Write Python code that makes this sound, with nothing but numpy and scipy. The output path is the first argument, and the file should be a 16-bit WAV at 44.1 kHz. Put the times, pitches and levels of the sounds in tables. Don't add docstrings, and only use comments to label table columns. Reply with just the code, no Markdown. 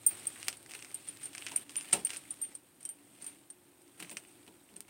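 import sys
import numpy as np
from scipy import signal
from scipy.fft import rfft, irfft, next_fast_len
from scipy.io import wavfile
from scipy.ndimage import uniform_filter1d

SR = 44100
rng = np.random.default_rng(int(sys.argv[2]) if len(sys.argv) > 2 else 0)


def volts_from_decibels(level):
    exponent = np.asarray(level, float) / 20
    return 10 ** exponent


def inscribe(sig):
    pcm = np.round(np.clip(np.atleast_2d(sig).T, -1, 1) * 32767)
    wavfile.write(sys.argv[1], SR, pcm.astype(np.int16))


N = 215843
HIGH_HZ = 9900


def unit(x):
    return x / np.sqrt(np.mean(x ** 2) + 1e-20)


def along(points, hz):
    f, value = np.transpose(points)
    return np.interp(np.log(hz + 1), np.log(f + 1), value)


def filtered(x, response):
    m = next_fast_len(len(x) + 8192)
    return irfft(rfft(x, m) * response(np.fft.rfftfreq(m, 1 / SR)), m)[:len(x)]


def noise(spectrum, size=N, patchy_db=0):
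    z = signal.stft(rng.standard_normal(size + 512), nperseg=256)[2]
    field = uniform_filter1d(rng.standard_normal(z.shape), 5, 0)
    field = uniform_filter1d(field, 8, 1)
    x = signal.istft(z * volts_from_decibels(patchy_db * unit(field)), nperseg=256)[1][:size]
    return unit(filtered(x, lambda hz: volts_from_decibels(along(spectrum, hz))))


def add(track, s, sound):
    part = track[round(s * SR):][:len(sound)]
    part += sound[:len(part)]


def port(hz, peak_hz=8800, width_hz=700, peak_db=17, bass_hz=70):
    resonance = volts_from_decibels(peak_db) * 1j * hz * width_hz / (peak_hz ** 2 - hz ** 2 + 1j * hz * width_hz)
    return (1 + resonance) * (1j * hz / (bass_hz + 1j * hz)) ** 2


def ring(modes, t, length, bright_db=0):
    hz, level_db, t60 = np.transpose(modes)[:, :, None]
    level_db = level_db + bright_db * (hz > HIGH_HZ) + rng.normal(0, 1.0, hz.shape)
    fade = volts_from_decibels(level_db - 60 * t / (length * t60)) / abs(port(hz))
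    cycles = hz * t + 0.2 * rng.random(hz.shape)
    return np.sum(fade * np.sin(2 * np.pi * cycles), axis=0)


def swells(events):
    out = np.zeros(N)
    for s, db, from_hz, to_hz, length in events:
        t = np.arange(round(length * SR)) / SR
        cycles = from_hz * t + (to_hz - from_hz) * t ** 2 / (2 * length)
        swell = np.sin(np.pi * t / length) ** 2
        add(out, s, volts_from_decibels(db) / abs(port(from_hz)) * swell * np.sin(2 * np.pi * cycles))
    return out


def clinks(events, length, crack_t60):
    # f/Hz, level/dB, t60/s
    key_modes = [
        [(6840, -41, .13), (8840, 0, .125), (9090, -17, .1), (10250, -31, .12), (10700, -32, .17),
         (11645, -23, .09), (12485, -24, .07), (12935, -34, .15), (13645, -33, .12), (15360, -40, .17),
         (15560, -44, .15)],
        [(5270, -36, .15), (7430, -37, .15), (9058, 0, .11), (9074, -10, .16), (9668, -12, .155),
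         (11328, -39, .15), (12965, -30, .05), (14345, -33, .11)],
        [(5845, -30, .04), (8090, -15, .11), (8590, -6, .08), (8695, 0, .05), (8810, -7, .13),
         (10275, -13, .06), (11035, -25, .05), (12857, -24, .12), (14140, -28, .08)],
        [(7122, -22, .1), (8155, 1, .06), (8840, 16, .035), (9482, -6, .1), (9695, -11, .095),
         (10550, -12, .075), (11240, -22, .2), (11420, -9, .04), (12250, -15, .045), (13070, -24, .13),
         (13635, -2, .045), (13945, -5, .12), (15362, -15, .14), (15560, -1, .12)],
    ]
    # f/Hz, level/dB, t60/s
    fitting_modes = [
        [(10700, -15, .15), (15360, -5, .14), (15560, 0, .14)],
        [(2150, -6, .07), (3130, 2, .1), (3850, -4, .05), (5820, -4, .03)],
    ]
    # level/dB
    neighbour_db = [-30, -28, -20, -50, -66, -64]
    # f/Hz, level/dB
    steel = [(2000, -3.5), (5000, -2), (7000, -4.5), (8800, 2.5), (11000, -4), (13500, -12), (16000, -13)]
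    pieces = key_modes + fitting_modes
    out, t = np.zeros(N), np.arange(SR // 6) / SR
    u = t[:SR // 20]
    for struck, rows in enumerate(events):
        for s, ring_db, crack_db, bright_db in rows:
            tones = np.zeros(len(t))
            for k, modes in enumerate(pieces):
                if k == struck or k < len(key_modes):
                    level_db = ring_db + neighbour_db[k] * (k != struck)
                    tones += volts_from_decibels(level_db) * ring(modes, t, length, bright_db)
            add(out, s, tones * (1 - np.exp(-t / 0.00081)))
            spectrum = [(hz, db + 0.5 * bright_db * (hz > HIGH_HZ)) for hz, db in steel]
            crack = noise(spectrum, size=len(u)) * (1 - np.exp(-u / 0.0011))
            add(out, s, volts_from_decibels(crack_db - 9.5 - 60 * u / crack_t60) * crack)
    return out


def keys():
    # t/s, ring level/dB, crack level/dB, high-mode brightness/dB
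    free = [
        [(0.0638, -22.5, -43, -6), (1.229, -39.5, -47, -10), (1.2326, -38, -38, -8), (2.0482, -32.5, -25, 5),
         (2.4145, -31, -42, 4), (2.416, -29.5, -50, 3), (2.4165, -55, -33, -6), (2.4228, -30.5, -52, -12),
         (2.8898, -36, -35.5, 6), (3.2642, -36.5, -31, 5)],
        [(1.5618, -51, -60, 0), (1.7642, -27, -24.5, 8.5), (2.3225, -61, -52, 1)],
        [(0.0638, -29, -62, -12), (1.5595, -34.5, -38, 9), (2.8285, -47, -37, -4), (2.8898, -52, -32, -4),
         (4.1115, -63, -36, 0)],
        [(0.0638, -30.5, -61, 2), (4.1115, -74, -70, 0)],
        [(2.0482, -50, -70, -2), (4.1115, -51, -70, 0)],
        [(2.802, -70, -70, 0), (2.8524, -60, -70, 4), (2.8898, -64, -73, 0)],
    ]
    # t/s, ring level/dB, crack level/dB, high-mode brightness/dB
    muffled = [
        [(0.07, -43, -45, -3), (0.269, -29, -35, 0), (0.5685, -60, -44.5, -1), (0.9438, -29.5, -35.5, 7),
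         (1.075, -55, -41, -5), (1.255, -36, -37.5, -5), (2.0482, -24, -64, -9), (2.806, -60, -47, 0),
         (3.242, -66, -38.5, -4), (3.501, -37.5, -42, -11), (3.8162, -77, -55.5, 4), (4.1, -60, -41.5, 2),
         (4.124, -65, -44, 0), (4.134, -65, -54, 0), (1.884, -55, -47, 0), (4.178, -60, -48, 0),
         (4.7635, -71, -47, -7)],
        [(0.269, -33.5, -66, 0), (1.0855, -30.5, -46, -5), (1.5595, -27, -56, 0), (1.928, -30, -15, -12),
         (2.0482, -42, -45, -6), (2.3057, -29, -37.5, 1), (3.2216, -41, -68, 0)],
        [(0.269, -26, -70, -9), (1.5595, -36, -28, 6), (1.9285, -39, -36, -3), (2.1672, -29.5, -35, -4),
         (2.5503, -37, -41, -5), (2.8515, -23, -38, -5), (3.2216, -41, -44, 0)],
        [(0.0638, -48, -33.5, 11), (0.0697, -34, -34, 6.5), (0.269, -45.5, -76, 2)],
    ]
    # t/s, level/dB, start f/Hz, end f/Hz, length/s
    grazes = [(0.073, -23, 8830, 8840, 0.008), (1.355, -41, 9000, 8900, 0.004),
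              (1.826, -45, 7300, 7300, 0.004), (1.9285, -23, 8950, 8850, 0.0029),
              (2.3878, -51, 9450, 9400, 0.002), (2.5452, -46, 9900, 9800, 0.002),
              (2.552, -36, 8830, 8750, 0.0039), (0.072, -49, 5660, 5720, 0.0063),
              (0.943, -25, 8580, 8500, 0.0035), (1.5595, -47, 5730, 5900, 0.0063),
              (1.5608, -13, 8730, 8780, 0.0037), (1.573, -32, 8700, 8800, 0.0032),
              (1.6115, -41, 8800, 8900, 0.004), (1.9275, -16, 8700, 8000, 0.0025),
              (2.049, -22, 8850, 8800, 0.0026), (2.85, -44, 5670, 5800, 0.0055),
              (4.002, -39, 7860, 7400, 0.004), (4.179, -51, 8600, 8460, 0.004),
              (4.7645, -31.5, 8800, 8400, 0.0026)]
    wrapped = clinks(muffled, length=0.42, crack_t60=0.039) + swells(grazes)
    return clinks(free, length=1.1, crack_t60=0.013) + wrapped


def snaps():
    # t/s, peak level/dB, fold resonance f/Hz
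    crisp = [(0.4283, -23.5, 2800), (0.4858, -29, 2200), (0.5275, -27.5, 2900), (0.661, -34.5, 1970),
             (0.709, -30.5, 2460), (0.736, -26, 2450), (0.747, -33, 2500), (0.7907, -33, 2670),
             (0.798, -38, 2620), (0.8245, -28, 2700), (0.8464, -29, 2300), (1.232, -33, 2330),
             (1.331, -36, 3000), (1.3493, -25, 2300), (1.3797, -24, 2720), (1.444, -47, 2720),
             (1.4649, -20, 2680), (1.4835, -28, 2700), (1.4873, -29, 2450), (1.518, -28, 2900),
             (1.623, -51, 2430), (1.6937, -29, 3000), (1.747, -44, 2700), (1.7564, -23, 2870),
             (1.8093, -25.5, 2800), (1.91, -35, 2500), (1.913, -39, 2800), (1.925, -24, 3000),
             (1.991, -37, 3000), (2.0698, -26, 2900), (2.0936, -31, 2420), (2.1037, -20.5, 2960),
             (2.1324, -28, 2700), (2.136, -29, 2330), (2.1456, -31, 2520), (2.162, -26, 2620),
             (2.4376, -39, 2600), (2.45, -41, 2900), (2.519, -45, 2400), (2.526, -45, 2700),
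             (4.001, -30.5, 2000), (4.0945, -28.5, 2280), (4.0948, -30, 2420), (4.1686, -27.5, 2660),
             (4.1691, -20, 2770), (4.171, -32, 2600), (4.4647, -44, 2630)]
    # t/s, peak level/dB, fold resonance f/Hz
    soft = [(1.372, -32, 2600), (1.524, -33, 2700), (2.4495, -35.5, 2930), (0.476, -36, 3020),
            (0.4895, -38, 2600), (0.5, -38, 2600), (0.72, -38, 2500), (0.835, -44, 2600),
            (1.786, -31, 2500), (0.1136, -32, 2380), (0.3586, -33, 2030), (0.364, -34, 1840),
            (0.693, -37, 2520), (0.7503, -27.5, 2440), (0.822, -32, 2660), (0.906, -37.5, 2320),
            (1.4216, -23, 2720), (1.4668, -28, 2300), (1.469, -19.5, 2750), (1.473, -28, 2450),
            (1.478, -34, 2800), (1.4945, -31, 2700), (1.5405, -40, 2000), (1.558, -30, 2100),
            (1.576, -29, 2700), (1.776, -30, 2750), (1.7835, -32, 3040), (1.799, -31.5, 2720),
            (1.8446, -39, 2270), (1.879, -37, 2700), (1.886, -32.5, 2920), (2.2522, -39.5, 2320),
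            (4.025, -24, 2650), (4.0465, -31.5, 2400), (4.0725, -41, 2100), (4.128, -37, 2520),
            (4.178, -46, 2700), (4.249, -40, 2400), (4.478, -36.5, 2960), (4.689, -43, 2620),
            (4.822, -49, 2900), (4.849, -48, 2300), (4.886, -43.5, 2600)]
    # t/s, peak level/dB, fold resonance f/Hz
    spiky = [(0.4822, -13, 2720), (0.7166, -34, 3020), (0.9143, -39, 2600), (0.9985, -52, 2500),
             (1.171, -39.5, 3360), (1.2106, -44, 2920), (1.706, -40, 3080), (2.059, -39, 2590),
             (3.2264, -59, 2350), (3.817, -52.5, 2810), (3.878, -50, 2310), (4.7392, -48, 2340)]
    # t/s, peak level/dB, fold resonance f/Hz
    ticks = [(0.628, -53.5, 2668), (1.658, -65, 2537), (1.827, -62, 2700), (2.3404, -54, 2590),
             (2.3884, -70, 1970), (2.3935, -71, 2510), (3.262, -65, 1760), (4, -48, 2610),
             (4.805, -41.5, 2600)]
    # edge level/dB, spike level/dB, decay/cycles
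    folds = [
        (-7, -32.5, 7.3),
        (-28, -41, 8.7),
        (-3, -5.5, 5.6),
        (-7, 9.5, 3.8),
    ]
    out, t = np.zeros(N), np.arange(SR // 40) / SR
    for rows, (edge_db, spike_db, cycles) in zip((crisp, soft, spiky, ticks), folds):
        edge = volts_from_decibels(min(edge_db, 4) + 13 - 60 * t / 0.0008) * np.sin(2 * np.pi * 5000 * t)
        spike = volts_from_decibels(spike_db + 30.5 - 60 * t / 0.000066) * np.sin(2 * np.pi * 12500 * t)
        for s, db, hz in rows:
            fold = volts_from_decibels(-60 * t * hz / cycles) * np.sin(2 * np.pi * hz * t)
            pop = -(fold + edge) * (1 - np.exp(-t / 0.00008)) - spike
            after = rng.standard_normal(len(t)) * (rng.random(len(t)) < 0.08) * (t > 0.001)
            after *= volts_from_decibels(-15 - 60 * t / 0.024)
            chatter = np.convolve(after, fold + volts_from_decibels(-5.5) * (edge + spike))[:len(t)]
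            add(out, s + 0.001055, volts_from_decibels(db - 1.5) * (pop + chatter))
    return filtered(out, lambda f: (1j * f / (850 + 1j * f)) ** 2)


def scuffs():
    # t/s, peak level/dB, thud level/dB, t60/s
    drags = [(0.113, -50.5, 7, 0.12), (0.7494, -31, -5, 0.022), (1.068, -48.5, -12, 0.38),
             (1.212, -48, -29, 0.53), (1.513, -43, -2, 0.17), (1.88, -51, -21, 0.1),
             (1.925, -32, -23, 0.095), (1.93, -25, -3.5, 0.11), (1.937, -39.5, -34, 0.32),
             (2.092, -41, -40, 0.33), (2.132, -41, -15, 0.2), (2.804, -58.5, -7, 0.6),
             (2.848, -55, -2, 0.12), (2.889, -57.5, -2, 0.13), (3.213, -48.5, -6, 0.23),
             (3.262, -47.5, -20, 0.14), (3.975, -55.5, -5, 0.19), (3.995, -44, -3, 0.11),
             (4.0, -40, -4, 0.068), (4.0239, -34, -17, 0.051), (4.042, -52.5, -4, 0.37),
             (4.112, -37, -2, 0.045), (4.172, -42, -14, 0.034), (4.475, -49, 6, 0.047),
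             (4.689, -60.5, 3.5, 0.39), (4.761, -43, -2.5, 0.041), (4.88, -52, 0, 0.096)]
    # f/Hz, level/dB
    grit_spectrum = [(80, -50), (300, -1), (800, -8), (1400, -2), (2600, 2), (5000, -6), (9000, -12.5),
                     (16000, -12.5)]
    # f/Hz, level/dB
    thud_spectrum = [(30, -23), (60, -6), (130, -7.5), (200, 1.5), (400, -3), (700, -12), (1000, -7),
                     (1800, -48)]
    out, t = np.zeros(N), np.arange(SR // 4) / SR
    for s, db, thud_db, t60 in drags:
        grit = noise(grit_spectrum, size=len(t), patchy_db=1.0)
        grit *= volts_from_decibels(-60 * t / t60) * (1 - np.exp(-t / 0.0009))
        thud = noise(thud_spectrum, size=len(t), patchy_db=3.0)
        thud *= volts_from_decibels(thud_db - 60 * t / (1.87 * t60)) * (1 - np.exp(-t / 0.0077))
        add(out, s, volts_from_decibels(db - 7.5) * (grit + thud))
    return out


def step():
    # t/s, level/dB, start f/Hz, end f/Hz,
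    # length/s
    flexes = [(0.4825, -43, 633, 484, 0.0057), (1.513, -46.5, 1120, 740, 0.014),
              (1.522, -55, 800, 470, 0.015), (1.952, -44, 810, 740, 0.017), (1.963, -50, 492, 440, 0.027),
              (1.98, -48, 270, 210, 0.022), (4.005, -58, 270, 110, 0.054), (4.1, -56.5, 647, 487, 0.033),
              (4.12, -66, 635, 596, 0.054), (3.882, -67, 995, 950, 0.01), (4.7, -61, 278, 128, 0.082)]
    # f/Hz, level/dB, t60/s
    wood_modes = [(67.5, -9, 0.17), (206.4, -3, 0.17), (397, 2.5, .06), (573, 1, 0.086), (722, -1, 0.12),
                  (925, -2, 0.11), (1327, 5.5, 0.092)]
    knock_s, knock_db = 1.927, -40
    out, t = swells(flexes), np.arange(SR // 4) / SR
    add(out, knock_s, volts_from_decibels(knock_db) * ring(wood_modes, t, 1) * (1 - np.exp(-t / 0.0052)))
    return out


def garage(x):
    # f/Hz, t60/s
    decay = [(200, 0.26), (2000, 0.07), (9000, 0.1), (16000, 0.055)]
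    hz, t, z = signal.stft(rng.standard_normal(SR // 2), SR, nperseg=256)
    tail = signal.istft(z * volts_from_decibels(-60 * t / along(decay, hz)[:, None]), SR, nperseg=256)[1]
    return signal.fftconvolve(np.pad(x, (150, 0)), tail / np.linalg.norm(tail))[:N]


def crackle(rate, spread_db):
    heights = volts_from_decibels(spread_db * np.minimum(rng.exponential(size=N), 2))
    pops = (rng.random(N) < rate / SR) * heights
    return 1 + np.convolve(pops, volts_from_decibels(-60 * np.arange(200) / SR / 0.016))[:N]


def drones():
    # f/Hz, bandwidth/Hz, level over the hum/dB, start t/s, end t/s
    machines = [
        (107.5, 10, -8.5, 0, 1.6),
        (287.9, 13, -5.5, 1, 5.1),
        (344, 26, -15.5, 0.5, 5.5),
        (352, 49, -2, 3.5, 4.61),
    ]
    out, t = np.zeros(N), np.arange(N) / SR
    for hz, width_hz, db, start, end in machines:
        band = filtered(rng.standard_normal(N), lambda f: 1 / (1 + ((f - hz) / (width_hz / 2)) ** 2))
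        presence = np.clip(np.minimum(t - start, end - t) / 0.12 + 0.5, 0, 1)
        out += volts_from_decibels(db) * unit(band) * presence
    return out


def background():
    # t/s, rustle level/dB
    moves = [(0.0, -58), (0.12, -54.5), (0.52, -55.5), (0.86, -58.5), (1.18, -61.5), (1.42, -54.5),
             (1.54, -56.5), (1.78, -58), (1.97, -53), (2.21, -60.5), (2.53, -63), (2.61, -72.5),
             (2.85, -73.5), (3.3, -62.5), (3.5, -74.5), (3.85, -72), (4.14, -63.5), (4.89, -74.5)]
    # start t/s, end t/s, level/dB
    pauses = [(.0, 0.072, -3.5), (0.556, 0.688, -6), (0.86, 0.887, -2.5), (1.277, 1.33, -5),
              (1.639, 1.692, -8), (2.008, 2.049, -5.5)]
    # f/Hz, level/dB
    cloth_spectrum = [(300, -8.5), (900, -5), (1600, -3.5), (2500, 0), (3500, -2.5), (6000, -11.5),
                      (10000, -13.5), (16000, -14.5)]
    # f/Hz, level/dB
    fizz_spectrum = [(3000, -41), (6500, -40.5), (8000, 9), (10000, -8), (13000, -4), (16000, -7)]
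    # f/Hz, level/dB
    hum_spectrum = [(15, -93), (25, -14.5), (59, -14.5), (123, -7), (162, -10.5), (200, -10.5), (236, -9.5),
                    (287, -5), (358, -6.5), (395, -12), (436, -16), (545, -15), (700, -17.5), (910, -18),
                    (1540, -120)]
    # f/Hz, level/dB
    hiss_spectrum = [(30, -10), (200, -24), (1000, -0.5), (3000, -7), (6500, -13.5), (9000, -19),
                     (12000, -8), (16000, -8)]
    t = np.arange(N) / SR
    rustle_db = np.interp(t, *np.transpose(moves))
    movement_db = rustle_db + 60
    fizz_db, hum_db = -59 + movement_db, -62 + 0.35 * movement_db
    still_db = sum(db * ((t > start) & (t < end)) for start, end, db in pauses)
    still_db = uniform_filter1d(still_db, size=400)
    rustle = unit(noise(cloth_spectrum, patchy_db=1.5) * crackle(rate=430, spread_db=-20.5))
    rustle *= volts_from_decibels(rustle_db + still_db - 1.0)
    fizz = unit(noise(fizz_spectrum, patchy_db=2.6) * crackle(rate=190, spread_db=4.5))
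    fizz *= volts_from_decibels(fizz_db + 1.7 * still_db - 16)
    hum = volts_from_decibels(hum_db - 1.1) * (noise(hum_spectrum, patchy_db=0.8) + drones())
    return rustle + fizz + hum + volts_from_decibels(-70.5) * noise(hiss_spectrum)


def scene():
    metal, cloth, floor = keys(), snaps(), scuffs() + step()
    far = volts_from_decibels(-6) * metal + volts_from_decibels(-4) * cloth + volts_from_decibels(1.0) * floor
    return (metal + cloth + floor + volts_from_decibels(-7.5) * garage(far) + background())[None]


def low_pass(x):
    return signal.sosfilt(signal.butter(12, 16990, fs=SR, output="sos"), x)


def record(dry):
    # f/Hz, level/dB
    roll_off = [(15850, 0), (15950, -26), (16900, -30), (17200, -90)]
    heard = filtered(dry[0], lambda hz: port(hz) * volts_from_decibels(along(roll_off, hz)))
    return low_pass(heard[None])


dry = scene()
out = record(dry)
inscribe(out)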